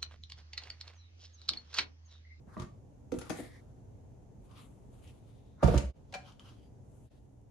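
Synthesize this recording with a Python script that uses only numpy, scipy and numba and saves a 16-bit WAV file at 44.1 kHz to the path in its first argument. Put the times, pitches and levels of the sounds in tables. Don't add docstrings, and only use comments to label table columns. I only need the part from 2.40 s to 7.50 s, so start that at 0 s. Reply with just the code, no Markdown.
import sys
import numpy as np
from scipy import signal
from scipy.fft import rfft, irfft, next_fast_len
from scipy.io import wavfile
from scipy.ndimage import uniform_filter1d
from numba import njit

SR = 44100
rng = np.random.default_rng(int(sys.argv[2]) if len(sys.argv) > 2 else 0)


def log_audio(samples):
    frames = np.atleast_2d(samples).T
    limited = np.clip(frames, -1, 1)
    pcm = np.round(limited * 32767).astype(np.int16)
    wavfile.write(sys.argv[1], SR, pcm)


N = 225116

# f/Hz, correlation
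ROOM_LIKENESS = [(60, 0.77), (130, 0.69), (290, 0.49), (640, 0.017), (15000, 0.037)]


def feet_landing():
    # t/s, level/dB, contact/ms, crack/dB, left minus right/dB, spot/quarter turns
    landings = [(3.2265, -23.5, 0.43, -23, 0, .2), (3.229, -11.5, 0.43, -29.5, 0, .1),
                (3.236, -17, 0.5, -24.5, 0.5, 0.75), (3.281, -16, 0.38, -26, -8, 1),
                (3.312, -27, 1., -29, -0.5, 0.71), (3.3405, -15.5, 0.5, -27, -2, 0.087),
                (3.365, -25, 0.53, -19, -4.5, 0.73)]
    # f/Hz, level/dB, t60/s, left minus right/dB, antinode/quarter turns
    pot_modes = [(197, -3.5, 0.15, 0.72, 0.83), (285.4, -1.5, 0.084, 0.99, 0.12),
                 (352, -0.5, 0.064, 0.9, 1), (478, -1, 0.057, 0.89, 1), (575, 4.5, 0.055, 0.93, 0.048),
                 (670, -6, 0.045, 0.96, 1), (707, -9.5, 0.064, 1, 0.21), (929, -3.5, 0.049, 0.87, .1),
                 (1181, -8, 0.064, 0.86, 0.22), (1364, -11, 0.047, 0.81, 0.456),
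                 (1663, -13, 0.024, 0.93, 0.78)]
    return strike(landings, pot_modes, crack_hz=(200, 2630), crack_t60=.15,
                  chatter_ms=4.6, spread=0.023, uneven=0.92)


def bench_heaving():
    # t/s, level/dB, contact/ms, crack/dB, left minus right/dB
    heaves = [(.07, -40.5, 2.2, -12, 2), (.19, -34, 4, -35, -6), (.214, -32.5, 2.8, -32.5, -2),
              (.77, -35, 4.3, -38, -7), (3.2358, -12, 3, -17.5, -10), (3.2505, -17, 3.9, -29.5, -2.5),
              (3.288, -17.5, 0.88, -29, -7), (3.306, -23, 1.9, -23, -5), (3.347, -15.5, 8.5, -21.5, -10),
              (3.3635, -19.5, 5.2, -20, -1.5)]
    # f/Hz, level/dB, t60/s, left minus right/dB
    bench_modes = [(68, 7, 0.092, 1), (126.4, 5, 0.12, 1), (180.5, 1.5, 0.13, 0.93), (247, -6, 0.072, 0.89)]
    judder_s, judder_hz = 3.433, 63.4
    judder = [(judder_s + k / judder_hz, -30 - 2 * k, 9.4, -28, -1.8) for k in range(4)]
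    return strike(heaves + judder, bench_modes, crack_hz=(100, 400), crack_t60=0.17,
                  chatter_ms=0.84, spread=0.0051, uneven=0.203)


def lid_rattling():
    # t/s, level/dB, contact/ms, crack/dB, left minus right/dB
    taps = [(3.2325, -32, 0.091, 3, -1.5), (3.2412, -32.5, 0.095, 3.3, 1.9), (3.2748, -35.5, 0.061, 3, 1.5),
            (3.344, -38, 0.0783, 3, 1.0), (3.3575, -39, 0.08, 3, -0.5), (3.3768, -25.5, 0.11, 0.98, 1.4),
            (3.3815, -29, 0.13, 2, 1.5), (3.3875, -40, .1, 2, 1.5)]
    # f/Hz, level/dB, t60/s, left minus right/dB
    lid_modes = [(2240, -7, 0.017, 0.0031), (3130, 2, 0.013, 0), (3950, 0, 0.021, 0.0073),
                 (4880, -1.5, 0.0058, 0.004), (6730, 6, 0.0075, 0), (7200, 0, 0.011, 0.0079)]
    return strike(taps, lid_modes, crack_hz=(1200, 7300), crack_t60=0.036,
                  chatter_ms=1.4, spread=0.15, uneven=0.68)


def shelf_knocking():
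    # t/s, level/dB, contact/ms, crack/dB, left minus right/dB, spot/quarter turns
    knocks = [(.167, -31, 0.39, -44, -0.5, 0.16), (.176, -31.5, 1.7, -29, 6, 0.13),
              (.197, -34.5, 0.62, -11, 9, 0.091), (.22, -37, 0.82, -13, 7, .2),
              (.719, -35, 0.43, -13.5, 9, 0.98), (.722, -26.5, 1.8, -41, -8, 0.95),
              (.738, -30, 1.45, -25, 6, 0.43), (.787, -41.5, 0.42, -10, 7, 0.93),
              (.815, -44, 0.42, -7, 16, 1), (.868, -48, 0.25, -15, 11, 0.44),
              (.897, -32, 0.38, -13, 12.5, 0.29), (.902, -23.5, 0.31, -14.5, 3.5, 0.72),
              (.987, -34.5, 1.15, -28, 4, 0.83), (.997, -33.5, 1.3, -25, 2, 0.83)]
    clinks = [(0.7189, -47, 0.058, -5, 9.5, 0.37), (0.7867, -38.5, 0.035, -2, 7.3, 0.87),
              (0.8126, -49, 0.05, 1, 6.9, .6), (0.8957, -36, 0.026, -4, 9.1, .2),
              (0.9025, -38.5, 0.03, -5, 8.2, .3), (0.972, -45, 0.062, -2, 6.5, .5)]
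    # f/Hz, level/dB, t60/s, left minus right/dB, antinode/quarter turns
    shelf_modes = [(189, -3.5, 0.045, -0.5, 0.11), (251.5, -0.5, 0.096, -4.5, 0.9),
                   (299, -2.5, 0.092, 4.5, 1), (348, -0.5, 0.13, -4, 0.2), (477, -1.5, 0.071, -2.5, 1),
                   (621, -7, 0.079, 5.5, 0.48), (731, -7.5, 0.067, 13, 0.97), (954, -5.5, 0.028, 4, 0.55),
                   (1160, -4.5, 0.2, -2, 0.049), (1374, 2.5, 0.05, 4.5, 1), (1930, -2.5, 0.021, 4, 0.52),
                   (2480, -3.5, 0.031, 3, 1)]
    metal_modes = [(2610, -3, 0.03, 0, .3), (3330, -1, 0.027, 0, .6), (6160, 2, 0.09, 0, .1),
                   (7450, -3, 0.05, 0, .8), (10060, -0.5, 0.07, 0, 0.85)]
    shelf = strike(knocks, shelf_modes, crack_hz=(430, 5100), crack_t60=0.062,
                   chatter_ms=3.07, spread=0.028, uneven=0.78)
    metal = strike(clinks, metal_modes, crack_hz=(870, 12000), crack_t60=0.048,
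                   chatter_ms=3.0, spread=0.0049, uneven=0.49)
    return shelf + metal


def knob_turning():
    # t/s, level/dB, contact/ms, crack/dB, left minus right/dB, spot/quarter turns
    clicks = [(3.7245, -42, 0.084, 0, 1, 0.107), (3.7295, -41.5, 0.64, -24.5, 1, .5),
              (3.7385, -30.5, 0.18, -13, 2.2, 0.046), (3.7402, -25, 0.14, -14, 1.8, 0.046),
              (3.747, -30.5, 0.77, -9, 1, 0.6), (3.754, -32, 0.51, -29, 1, 1)]
    # f/Hz, level/dB, t60/s, left minus right/dB, antinode/quarter turns
    knob_modes = [(553, 1, 0.059, 1, 0.99), (749, 0.5, 0.2, 1, 0.37), (1006, -5, 0.076, 1, 0.94),
                  (1386, -0.5, 0.04, 1, 0.13), (1657, 1, 0.05, 1, .2), (2376, 2, 0.12, 1, .05),
                  (2630, 9.5, 0.018, 1, .05), (3060, -2, 0.025, 1, .1), (4450, 1, 0.057, 1, .1),
                  (6050, -1.5, 0.012, 1, .1)]
    return strike(clicks, knob_modes, crack_hz=(670, 4540), crack_t60=0.076,
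                  chatter_ms=1.0, spread=0.011, uneven=0.78)


def small_ticks():
    # t/s, level/dB, contact/ms, crack/dB, left minus right/dB
    ticks = [(2.111, -61, 0.06, -5, 11), (2.675, -54.5, 0.073, -6, 8), (3.921, -51.5, 0.055, -13, 1),
             (3.9955, -41, 0.05, -19.5, 3), (4.09, -51, 0.06, -10, 3)]
    # f/Hz, level/dB, t60/s, left minus right/dB
    tick_modes = [(2390, -10, .015, 1), (3096, 7, 0.031, 1), (3780, -6, 0.02, 1), (4480, -8, 0.022, 1)]
    return strike(ticks, tick_modes, crack_hz=(1800, 7200), crack_t60=0.061,
                  chatter_ms=0.51, spread=0.037, uneven=0.44)


def strike(blows, modes, crack_hz, crack_t60, chatter_ms, spread, uneven):
    hz, db, t60, lean_db, *antinode = (column[:, None] for column in np.transpose(modes))
    out = np.zeros((2, N + SR))
    t = np.arange(int(SR * max(t60.max(), crack_t60) * 3 / 4)) / SR
    sign = -(-1.) ** np.arange(len(modes))
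    side = np.array([[.5], [-.5]])
    chatter_fade = np.exp(-np.arange(1000) * 1000 / SR / chatter_ms)
    for s, level_db, contact_ms, crack_db, pan_db, *spot in blows:
        split = 1 + spread * rng.standard_normal((4, len(modes), 1))
        ring = np.sin(2 * np.pi * hz * split * t) * np.exp(-np.log(1000) * t / t60)
        scatter = 1 + uneven * rng.standard_normal((4, 2, len(modes)))
        reach = scatter * sign * undb(db.T + side * lean_db.T)
        if spot:
            reach *= 0.15 + np.abs(np.cos(np.pi / 2 * (spot[0] - antinode[0].T)))
        length = max(contact_ms * SR / 1000, 1.01)
        push = np.sin(np.pi * (np.arange(int(length) + 1) + .5).clip(0, length) / length)
        chatter = (rng.random(1000) < .04) * rng.random(1000) * chatter_fade
        chatter[0] = 1.24
        force = np.convolve(push, chatter)
        body = signal.fftconvolve((reach @ ring).sum(axis=0), force[None])[:, :len(t)]
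        noise = rng.standard_normal((3, len(t)))
        crack = band(noise[0] + 2.5 * noise[1:], *crack_hz) * np.clip(t / 0.00061, 0, 1)
        crack = crack / np.std(crack) * np.exp(-np.log(1000) * t / crack_t60)
        hit = body / np.abs(body).max(axis=1).mean() + undb(crack_db) * crack
        i = int(s * SR)
        out[:, i:i + len(t)] += hit * undb(level_db + side * pan_db) / np.hypot(1, 2 * undb(crack_db))
    return out[:, :N]


def rustle():
    # a brief, soft swell of noise near 1.2 kHz just before the first foot lands
    swells = [(0.091, 0.03, 0.055, -0.02, -73.5, -5.5, 10, 1170, 1180, 1.5),
              (0.204, 0.06, 0.016, 0.06, -55, -7.5, 4.5, 1150, 790, 5),
              (.74, 0.03, .03, 0.06, -64.5, 0, -2, 1300, 990, 3),
              (0.813, -0.0061, 0.0037, 0.07, -57, -10, 2.5, 1320, 250, 3),
              (0.854, -0.03, 0.055, 0.39, -62, -5, 3.5, 1270, 990, 4),
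              (0.962, 0.08, 0.035, 0.14, -56, -1.5, -2, 2092, 1000, 3.5),
              (1.021, -0.04, 0.18, 0.01, -71, -15.5, 8.5, 1950, 725, 0),
              (2.041, 0.06, 0.024, 0.08, -75, 1, -6, 1105, 990, 3),
              (2.118, 0.07, 0.056, 0.18, -68.5, -6.5, 5, 1120, 347, 4),
              (2.161, 0.02, 0.016, 0.06, -68.5, -8, -5, 3400, 1490, 2),
              (2.218, 0.03, 0.016, 0.05, -70, -0.5, -6, 3400, 1500, 3),
              (2.27, 0.1, 0.027, 0.26, -78, 4.5, -3, 1110, 990, 4),
              (2.373, 0, 0.015, 0.36, -83, 3, -5, 1110, 990, 2),
              (2.544, -0.06, 0.039, 0.33, -72.5, -1, 0, 1030, 990, 4),
              (2.673, -0.06, 0.015, 0.05, -70, -5, 0, 2900, 1500, 2),
              (2.884, 0.25, 0.064, 0.3, -77, -4.5, -5, 1120, 990, 5),
              (3.105, 0.44, 0.11, 0.3, -87, -16, 1.5, 3680, 700, 6),
              (3.219, -0.04, .012, 0.03, -74, -19, 22.5, 1200, 700, -1),
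              (3.226, -0.0059, 0.12, 0.1356, -51, -7, 1, 1390, 990, 2),
              (3.7, 0.08, 0.035, 0.3, -71.5, -20, -5.5, 1090, 990, 2.5),
              (3.877, 0.035, 0.017, 0.07, -57.5, -11.5, 0, 1110, 990, 3),
              (3.869, -0.06, 0.028, -0.02, -69, -7, 3.5, 3170, 700, -1),
              (3.999, -0.01, 0.01, 0.12, -67, -6, 5.5, 1100, 990, 0),
              (4.07, 0.08, 0.016, 0.1048, -61, -11, -0.5, 1060, 990, 1.44),
              (4.065, -0.05, 0.03, -0.01, -74, -7, 7, 3060, 600, 0),
              (4.219, -0.3, 0.014, 0.06, -76.5, -5.5, -3, 3200, 600, 0.5),
              (4.24, -0.1, 0.027, 0.15, -87, -3, 3.5, 4700, 400, 4),
              (4.502, 0.13, 0.16, 0.5, -83.5, 5.5, -0.5, 1120, 980, 7.5),
              (4.695, 0.06, 0.029, 0.14, -68, -14, -3.5, 1800, 1000, 1.5)]
    # f/Hz, level/dB
    cloth_spectrum = [(1060, -30), (1800, -1.5), (3410, -3.5), (5130, -5.5), (9290, -16.5), (12600, -25.5),
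                      (13400, -30), (14200, -62), (15000, -52)]
    t = np.arange(N) / SR
    fibres = rng.standard_normal((3, N)) * undb(2.33 * rng.exponential(size=(3, N)) + 6.5 * walk(45))
    grains = fibres[1:] + 0.65 * fibres[0]
    cloth = coloured(grains, cloth_spectrum)
    dull, bright = (v / np.std(v) for v in (band(cloth, 1960, 7100), band(cloth, 7860, 14800)))
    out = np.zeros((2, N))
    for s, rise, hold, fade, db, bright_db, hollow_db, hz, width, pan_db in swells:
        shape_db = -20 * ((s - t).clip(0) / abs(rise) + (t - s - hold).clip(0) / abs(fade))
        on = shape_db > -50
        hollow = np.array([resonate(resonate(g[on], hz, width), hz, width) for g in grains])
        mix = dull[:, on] + undb(bright_db) * bright[:, on] + undb(hollow_db) * hollow / np.std(hollow)
        out[:, on] += undb(db + shape_db[on] + np.array([[pan_db], [-pan_db]]) / 2) * mix
    return out


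def workshop_echo(dry):
    # f/Hz, t60/s
    decay = [(100, 0.25), (400, 0.39), (1500, 0.31), (5000, 0.37), (12000, 0.15)]
    # f/Hz, level/dB
    echo_levels = [(100, -1), (400, -6.5), (1500, 2), (5000, -7), (9000, -1), (13000, 4)]
    t, tail = np.arange(SR // 2) / SR, 0
    for hz in 60 * 2. ** np.arange(8):
        fade = np.exp(-np.log(1000) * t / on_log(decay, hz)) * np.clip(t / 0.012, 0, 1)
        alike = on_log(ROOM_LIKENESS, hz)
        common = np.sqrt(alike) * rng.standard_normal(len(t))
        apart = np.sqrt(1 - alike) * rng.standard_normal((2, len(t)))
        octave = band(common + apart, hz / np.sqrt(2), hz * np.sqrt(2)) * fade
        share = np.sqrt(np.sqrt(2) * hz / SR / np.sum(octave ** 2, axis=1, keepdims=True))
        tail = tail + octave * share * undb(on_log(echo_levels, hz))
    return signal.fftconvolve(dry.mean(axis=0, keepdims=True), tail, axes=1)[:, :N]


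def drone():
    low = band(rng.standard_normal(N), 100, 190)
    return low / np.std(low) * undb(-64.5 + 10.5 * walk(3.52))


def room_rumble():
    # f/Hz, level/dB
    room_tone = [(15, -38), (25, -7.5), (131, -2.5), (154, -18), (186, -13), (264, -14), (301, -13.5),
                 (326, -24), (363, -17.5), (573, -21.5), (879, -27), (1180, -40.5), (4150, -52),
                 (6370, -48), (15000, -61)]
    size = next_fast_len(N)
    alike = on_log(ROOM_LIKENESS, np.fft.rfftfreq(size, 1 / SR))
    mid, side = rfft(rng.standard_normal((2, size)))
    pair = irfft(np.sqrt(1 + alike) * mid + np.sqrt(1 - alike) * side * np.array([[1], [-1]]), size)
    return coloured(pair[:, :N], room_tone) * undb(-52.5 + 2.0 * walk(2.87))


def level_dips(x):
    # t/s, depth/dB, fall/s, rise/s
    dips = [(3.529, -24.5, 0.027, 0.04), (4.694, -19, 0.039, 0.023)]
    steps_db = [-1.5, -2.5, -4.5]
    t = np.arange(N) / SR
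    gain = undb(steps_db)[np.searchsorted([dip[0] for dip in dips], t)]
    for s, depth_db, fall_s, rise_s in dips:
        gain *= np.interp(t, [s - fall_s, s, s + rise_s], [1, undb(depth_db / 2), 1]) ** 2
    return x * gain


def undb(db):
    return 10 ** (np.asarray(db) / 20)


def on_log(table, hz):
    f, v = np.transpose(table)
    return np.interp(np.log(np.maximum(hz, 1)), np.log(f), v)


def coloured(x, table):
    size = next_fast_len(N)
    y = irfft(rfft(x, size) * undb(on_log(table, np.fft.rfftfreq(size, 1 / SR))), size)[..., :N]
    return y / np.std(y)


def band(x, lo_hz, hi_hz):
    return signal.sosfilt(signal.butter(2, [lo_hz, hi_hz], "bandpass", fs=SR, output="sos"), x)


def walk(rate):
    k = int(SR / rate)
    held = np.repeat(rng.standard_normal(N // k + 1), k)
    return 0.45 * uniform_filter1d(uniform_filter1d(held, k), k)[:N]


@njit
def resonate(x, hz, width_hz):
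    y, mid, low = np.empty(len(x)), 0., 0.
    g, damping = np.tan(np.pi * hz / SR), width_hz / hz
    for i in range(len(x)):
        v = (mid + g * (x[i] - low)) / (1 + g * (g + damping))
        mid, low = 2 * v - mid, low + 2 * g * v
        y[i] = damping * v
    return y


def scene():
    blows = shelf_knocking() + feet_landing() + lid_rattling()
    knob = knob_turning()
    blows += small_ticks()
    heave = bench_heaving()
    echo = workshop_echo(blows + undb(-9.0) * heave + undb(-3.0) * knob)
    return blows + heave + knob + echo + rustle() + drone() + room_rumble()


def record(dry):
    # f/Hz, width/Hz, level/dB
    ports = [(6600, 2000, -8.5), (10100, 2300, -13.5)]
    dipped = level_dips(dry)
    mic = dipped + sum(undb(db) * band(dipped, hz - width / 2, hz + width / 2) for hz, width, db in ports)
    mic = signal.sosfilt(signal.butter(6, 37, "highpass", fs=SR, output="sos"), mic)
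    dulled = signal.sosfilt(signal.butter(12, 13300, fs=SR, output="sos"), mic)
    return signal.sosfilt(signal.ellip(8, .2, 70, 15800, fs=SR, output="sos"), dulled)


dry = scene()
out = record(dry)
log_audio(out)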